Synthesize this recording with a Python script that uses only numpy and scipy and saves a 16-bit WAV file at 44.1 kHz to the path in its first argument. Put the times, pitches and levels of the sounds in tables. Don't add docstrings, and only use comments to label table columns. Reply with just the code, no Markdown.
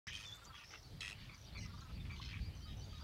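import sys
import numpy as np
from scipy import signal
from scipy.fft import rfft, irfft
from scipy.io import wavfile
from scipy.ndimage import uniform_filter1d

SR = 44100
rng = np.random.default_rng(int(sys.argv[2]) if len(sys.argv) > 2 else 0)


def undo_db(level):
    steps = np.asarray(level, float) / 20
    return 10 ** steps


def to_wav(s):
    ch = np.atleast_2d(s).T
    pcm = np.round(np.clip(ch, -1, 1) * 32767)
    wavfile.write(sys.argv[1], SR, pcm.astype(np.int16))


N = 133623


def walk(n, rate):
    k = max(int(SR / rate), 1)
    return uniform_filter1d(uniform_filter1d(rng.standard_normal(n), k), k) * np.sqrt(2.2 * k)


def along(length_s):
    return np.linspace(0, 1, int(length_s * SR))


def table(points, hz):
    p = np.array(points, float)
    return np.interp(np.log(np.maximum(hz, 1)), np.log(p[:, 0]), p[:, 1], left=-80, right=-80)


def coloured(points, db):
    spectrum = rfft(rng.standard_normal(N))
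    x = irfft(spectrum * undo_db(table(points, np.fft.rfftfreq(N, 1 / SR))), N)
    return x * undo_db(db) / x.std()


def add(out, start_s, x, db, attack_s=0.0013, release_s=0.0054):
    t = np.arange(len(x)) / SR
    ends = np.clip(np.minimum(t / attack_s, (t[-1] - t) / release_s), 0, 1)
    x = x * undo_db(db) / x.std() * ends
    i = int(start_s * SR)
    x = x[:N - i]
    out[i:i + len(x)] += x


def voice(hz, gain, rough, count):
    k = np.arange(1, count + 1)[:, None]
    flicker = 1 - rough + rough * walk((count, 9000), 550)[:, :len(hz)]
    phase = 2 * np.pi * np.cumsum(hz) / SR
    return np.sum(gain(k * hz) * flicker * np.sin(k * phase + k * k), axis=0)


def throb(bursts, duty, scatter_db, smear):
    x = np.clip((bursts % 1) / duty, 0, 1)
    size = undo_db(scatter_db * rng.standard_normal(40))[bursts.astype(int)]
    return (np.abs(np.sin(np.pi * x ** .6)) ** .8 + smear) * size


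def near_rasps():
    # start in seconds, length in seconds, level in dB, throb in Hz, voice-organ pitch in Hz
    rasps = [
        (0.129, 0.13, -52.5, 103.8, 625.7),
        (1.0058, 0.13, -48.5, 99.9, 652),
        (2.214, 0.12, -56, 96.4, 519),
    ]
    # throat resonance at the start in Hz, at the end in Hz, its width in Hz,
    # slide time in seconds, every how many harmonics one is strong
    throats = [
        (3200, 2750, 500, .03, 5),
        (3850, 2350, 400, .013, 2),
        (3700, 3300, 800, .05, 2),
    ]
    # frequency in Hz, level in dB
    colour = [(900, -15.5), (1900, -4), (4500, -2), (6700, -7.5), (9400, -12.5), (11000, -22.5),
              (15000, -32)]
    dulling = (0.5, 0, -8)
    fading = (-1.5, -1, -2)
    peak_db, sag, jitter = 9, .06, .014

    out = np.zeros(N)
    for (start, length, db, rate, hz), throat, dull, fade in zip(rasps, throats, dulling, fading):
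        first_hz, last_hz, wide, slide, every = throat
        u = along(length)
        t = u * length
        bursts = t * rate - 0.214 * (1 - np.exp(-t / 0.017))
        mouth = last_hz + (first_hz - last_hz) * np.exp(-(t / slide) ** 2)
        uneven = jitter * rng.standard_normal(40)[np.abs(bursts).astype(int)]
        pitch = hz * (1 + sag * (.4 - bursts % 1) + uneven)

        def gain(f):
            weak_db = -6 * (np.round(f / pitch) % every > 0) * (f > 3500)
            dull_db = dull * np.maximum(f / 1000 - 6, 0)
            resonance = 1 + undo_db(peak_db) / (1 + ((f - mouth) / wide) ** 2)
            return undo_db(table(colour, f) + weak_db + dull_db) * resonance

        x = voice(pitch, gain, rough=.42, count=22)
        x = x * throb(bursts, duty=.92 * (1 - 0.5 * u ** 2), scatter_db=1.2, smear=.06)
        add(out, start, x * undo_db(fade * u ** 2), db, attack_s=.0005, release_s=.002)
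    return out


def far_rasps():
    # start in seconds, length in seconds, level in dB, throat in Hz, throat width as a share
    rasps = [(0.067, 0.038, -48.5, 1884, .25), (0.068, 0.034, -56, 5435, 0.17),
             (0.072, 0.067, -53, 3007, 0.19), (0.242, .11, -63.5, 5510, 0.28),
             (.345, 0.033, -66, 7270, 0.17), (0.442, 0.024, -60.5, 6500, 0.18),
             (.542, 0.11, -61.5, 2560, 0.44), (0.545, 0.082, -69.5, 5340, 0.17),
             (0.641, 0.18, -68.5, 5400, 0.15), (.705, 0.061, -56.5, 2117, 0.47),
             (.706, .05, -64, 5300, 0.23), (0.819, .02, -67.5, 5800, .1), (1.14, 0.15, -65, 2937, 0.28),
             (1.336, 0.028, -68.5, 6040, 0.11), (1.378, 0.092, -68, 5830, .1),
             (1.421, 0.12, -67.5, 3680, 0.25), (1.571, 0.0276, -57.5, 4250, 0.076),
             (1.572, 0.097, -61, 5640, 0.11), (1.598, 0.086, -68.5, 2392, 0.28),
             (1.807, 0.012, -60.5, 6110, 0.071), (1.955, 0.064, -67.5, 2480, 0.19),
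             (2.051, 0.027, -61.5, 2310, 0.5), (2.098, 0.03, -61.5, 1920, 0.45)]
    more_rasps = [
        (.1, .15, -61, 5400, 0.22),
        (.385, .06, -77, 7600, .1),
        (2.11, .085, -74.5, 6300, 0.072),
        (2.16, 0.074, -61, 3540, 0.19),
        (2.285, 0.115, -58.5, 2504, 0.35),
        (2.84, .18, -74, 6250, 0.11),
        (2.55, 0.089, -71.5, 5850, 0.063),
        (2.68, 0.073, -63.5, 3180, 0.19),
        (2.768, 0.07, -67, 5770, 0.073),
        (2.84, .18, -72, 3550, 0.14),
    ]
    usual_hz, slide, throb_hz = 639, 0.0305, 100.2

    out = np.zeros(N)
    for start, length, db, centre, wide in rasps + more_rasps:
        u = along(length)
        pitch_luck, throb_luck = rng.standard_normal(2)
        mouth = centre * (1 + slide * (1 - 2 * u))
        pitch = mouth / np.round(centre / usual_hz) * (1 + 0.01064 * pitch_luck)
        x = voice(pitch, lambda f: 1 / (1 + ((f - mouth) / (wide * centre)) ** 4),
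                  rough=min(.8, 0.44 + 2 * wide), count=14)
        bursts = u * length * throb_hz * (1 + .08 * throb_luck)
        add(out, start, x * throb(bursts, duty=.85, scatter_db=1.7, smear=.5), db, attack_s=.002)
    return out


def croaks():
    # start in seconds, length in seconds, level in dB, pitch in Hz, loudest near in Hz
    calls = [
        (1.29, 0.064, -60, 1170, 2100),
        (1.549, 0.05, -56, 1170, 2130),
        (2.097, 0.085, -59, 1170, 2250),
        (2.33, 0.046, -56.5, 1170, 2000),
        (2.655, 0.059, -66.5, 1260, 1200),
        (2.928, 0.069, -66.5, 1250, 1360),
        (2, .035, -64.5, 1800, 3500),
        (1.625, 0.055, -62.5, 2050, 2600),
    ]
    out = np.zeros(N)
    for start, length, db, hz, centre in calls:
        u = along(length)
        x = voice(hz * (1 - 0.05 * u ** 2), lambda f: 1 / (1 + ((f - centre) / 650) ** 2),
                  rough=.6 if hz < 1200 else .15, count=5)
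        add(out, start, x * np.exp(-u), db)
    return out


def husky_notes():
    # start in seconds, length in seconds, level in dB, start pitch in Hz, end pitch in Hz
    glides = [(0.062, 0.028, -69.5, 7750, 7600), (0.069, 0.025, -75, 11200, 11000),
              (0.261, .11, -83, 11500, 11800), (.35, .025, -75, 11700, 11500),
              (.43, .04, -81, 11800, 11500), (0.547, .055, -70.5, 6050, 5900),
              (0.561, 0.091, -61.5, 2950, 2350), (.56, .07, -83, 9900, 9800), (.63, 0.091, -66, 5050, 5700),
              (0.713, .095, -66.5, 5650, 5150), (.75, .04, -68, 2300, 1900),
              (1.17, 0.11, -72.5, 2050, 1850), (1.2, .045, -71, 3700, 3900), (1.573, .085, -78, 8300, 8100),
              (1.601, 0.064, -64, 2950, 2650), (1.69, 0.023, -70, 5400, 5500),
              (1.72, .2, -75.5, 3650, 3950), (1.817, 0.043, -77, 6600, 6700),
              (2.246, 0.027, -61.5, 5200, 5150), (2.398, .11, -71.5, 2450, 2250),
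              (2.488, 0.094, -77, 4500, 4550), (2.52, 0.079, -71, 3000, 3150),
              (2.685, 0.058, -72.5, 1900, 1850), (2.742, 0.16, -76, 3780, 3760),
              (2.901, 0.062, -69, 3300, 3100), (2.95, 0.033, -73, 5030, 5000),
              (2.97, 0.073, -69, 3500, 3350)]
    out = np.zeros(N)
    for start, length, db, first_hz, last_hz in glides:
        u = along(length)
        wobble = 1 + .012 * walk(9000, 150)[:len(u)]
        x = voice((first_hz + (last_hz - first_hz) * u) * wobble, lambda f: 1, rough=.45, count=1)
        add(out, start, x, db, attack_s=.006, release_s=.01)
    return out


def long_whistle():
    # time in seconds, pitch in Hz, level in dB
    path = [
        (0.25, 3540, -55),
        (0.27, 3550, -50.5),
        (0.308, 3376, -53.5),
        (0.338, 3566, -53),
        (0.352, 3500, -61),
        (0.364, 3572, -58),
        (0.392, 3510, -70),
        (0.416, 3651, -71),
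        (0.45, 3630, -67),
    ]
    times, pitches, levels = np.array(path).T
    length = times[-1] - times[0]
    t = times[0] + along(length) * length
    level = undo_db(np.interp(t, times, levels) + 1.1 * walk(len(t), 90))
    x = voice(np.interp(t, times, pitches), lambda f: 1, rough=0.16, count=1) * level
    out = np.zeros(N)
    add(out, times[0], x, 20 * np.log10(x.std() * np.sqrt(2)))
    return out


def bird_note(out, start, length, db, hz, arch, wobble):
    u = along(length)
    pitch_walk, level_walk = walk((2, 9000), 80)[:, :len(u)]
    bend = arch * np.abs(2 * u - 1.05) ** 2.58
    x = voice(hz * (1 - bend + wobble * pitch_walk), lambda f: 1, rough=0.11, count=1)
    add(out, start, x * undo_db(level_walk - 56 * bend), db, attack_s=.004, release_s=.006)


def level_whistles():
    # start in seconds, length in seconds, level in dB, pitch in Hz
    calls = [
        (.525, 0.063, -63.5, 3300),
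        (2.605, 0.089, -69.5, 3100),
        (2.665, 0.069, -66.5, 3774),
        (2.668, 0.07, -72, 5020),
        (2.62, 0.054, -70, 4500),
        (2.79, 0.061, -69, 3090),
        (2.88, 0.078, -67.5, 4680),
        (2.94, 0.051, -64.5, 3816),
    ]
    out = np.zeros(N)
    for row in calls:
        bird_note(out, *row, arch=0, wobble=0.0091)
    return out


def chick_peeps():
    # start in seconds, length in seconds, level in dB, top pitch in Hz
    calls = [(.457, 0.049, -65, 4720), (.826, 0.056, -68.5, 4520), (1.185, 0.06, -68, 4570),
             (1.312, 0.061, -69.5, 4750), (1.457, 0.037, -66.5, 4760), (1.528, 0.057, -65, 4550),
             (1.605, 0.042, -66, 4700), (1.765, 0.047, -68, 4750), (1.81, 0.016, -63, 4230),
             (1.94, 0.038, -66.5, 4700), (2.103, 0.063, -66.5, 4660), (2.28, 0.044, -65, 4840),
             (2.4, 0.054, -66, 4600), (2.44, 0.058, -65.5, 4850), (2.618, 0.057, -65.5, 4780),
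             (2.81, 0.05, -65, 4680), (2.995, .04, -64.5, 4780)]
    out = np.zeros(N)
    for row in calls:
        bird_note(out, *row, arch=0.159, wobble=0.0029)
    return out


def frog():
    # first grunt in seconds, number of grunts, spacing in seconds, level in dB
    rattles = [
        (.334, 8, .0392, -61),
        (1.65, 7, .0395, -60),
    ]
    sac_hz, sac_width_hz, grunt_s, click_hz = 1270, 200, .033, 260
    band = signal.butter(2, [850, 1750], "band", fs=SR)
    t = np.arange(int(grunt_s * SR)) / SR
    out = np.zeros(N)
    for start, count, gap, db in rattles:
        for k in range(int(count)):
            click_luck, sac_luck, level_luck = rng.standard_normal(3)
            since = (t * click_hz * (1 + 0.053 * click_luck) % 1) / click_hz
            ring = np.sin(2 * np.pi * sac_hz * (1 + 0.026 * sac_luck) * since)
            x = np.exp(-np.pi * sac_width_hz * since) * ring
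            x = signal.lfilter(*band, x * (.8 + .35 * walk(len(t), 600)))
            swell_db = -4 * (1 - k / 4.5) ** 2
            add(out, start + k * gap, x, db + swell_db + level_luck, attack_s=.011, release_s=.011)
    return out


def plop():
    bubble = (2.198, -52, 1020, .011, .15)
    start, db, hz, length, glide = bubble
    u = np.arange(int(length * SR)) / (length * SR)
    x = np.sin(2 * np.pi * np.cumsum(hz * (1 + glide * u)) / SR) * np.exp(-1.5 * u)
    out = np.zeros(N)
    add(out, start, x, db, attack_s=.002, release_s=.004)
    return out


def reed_echo(calls):
    t60_s, echo_db = .1, -11
    t = np.arange(9000) / SR
    tail = rng.standard_normal(9000) * np.exp(-np.log(1000) * t / t60_s) * (t > .004)
    return undo_db(echo_db) * signal.fftconvolve(calls, tail / np.sqrt(np.sum(tail ** 2)))[:N]


def wind():
    # time in seconds, level in dB
    gusts = [(.08, -56), (.35, -60.5), (.7, -64.5), (.86, -58.5), (.95, -48.5), (1.05, -56.5),
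             (1.22, -52.5), (1.42, -60), (1.58, -49.5), (1.85, -50.5), (2.05, -49), (2.5, -48.5),
             (2.66, -49), (3.03, -50.5)]
    # frequency in Hz, level in dB
    rumble = [(14, -44), (25, -13.5), (50, 0.5), (97, 0), (198, -12), (416, -30.5), (700, -41.5),
              (1000, -70)]
    # start in seconds, length in seconds, level in dB, top frequency in Hz
    slap = (.89, 0.08, -63.5, 450)

    t = np.arange(N) / SR
    times, levels = np.array(gusts).T
    x = coloured(rumble, 0) * undo_db(np.interp(t, times, levels) + 1.5 * walk(N, 13))
    start, length, db, top_hz = slap
    slap_noise = coloured([(120, 0), (top_hz, -3), (2.9 * top_hz, -22)], 0)[:int(length * SR)]
    add(x, start, slap_noise, db, attack_s=.03, release_s=.04)
    thump = coloured([(60, 6), (900, -10.5)], -56)
    return x + thump * np.clip((t - 3.022) / 0.0069, 0, 1)


def marsh():
    # frequency in Hz, level in dB
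    colour = [(180, -24), (300, -3), (1230, -5), (1660, -7), (4660, -6.5), (7430, -20), (16000, -23)]
    spectrum, f = rfft(coloured(colour, -65)), np.fft.rfftfreq(N, 1 / SR)
    edges = [0, 900, 1600, 2300, 3000, 3900, 5000, 6800]
    out = irfft(spectrum * (f >= edges[-1]), N)
    for lo, hi in zip(edges, edges[1:]):
        out = out + irfft(spectrum * (f >= lo) * (f < hi), N) * undo_db(2 * walk(N, 18))
    return out


def camera_whine():
    # frequency in Hz, rms level in dB
    tones = [(15625, -99.5)]
    t = np.arange(N) / SR
    return sum(undo_db(db) * np.sqrt(2) * np.sin(2 * np.pi * hz * t) for hz, db in tones)


def side_hiss():
    # frequency in Hz, level in dB
    colour = [(200, -11), (585, -2.5), (2000, -14.5), (6000, -3), (12000, -1), (15500, -14)]
    return coloured(colour, -86.5)


def scene():
    calls = near_rasps() + far_rasps() + croaks() + husky_notes() + long_whistle()
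    calls = calls + level_whistles() + chick_peeps() + frog() + plop()
    mid = calls + reed_echo(calls) + wind() + marsh() + camera_whine()
    side = side_hiss()
    return np.array([mid + side, mid - side])


def band_limit(x):
    return signal.sosfilt(signal.butter(12, 15650, fs=SR, output="sos"), x)


def record(dry):
    start_s, opening_s = .0693, 0.00053
    t = np.arange(N) / SR
    mix = dry * np.clip((t - start_s) / opening_s, 0, 1)
    return band_limit(mix)


dry = scene()
out = record(dry)
to_wav(out)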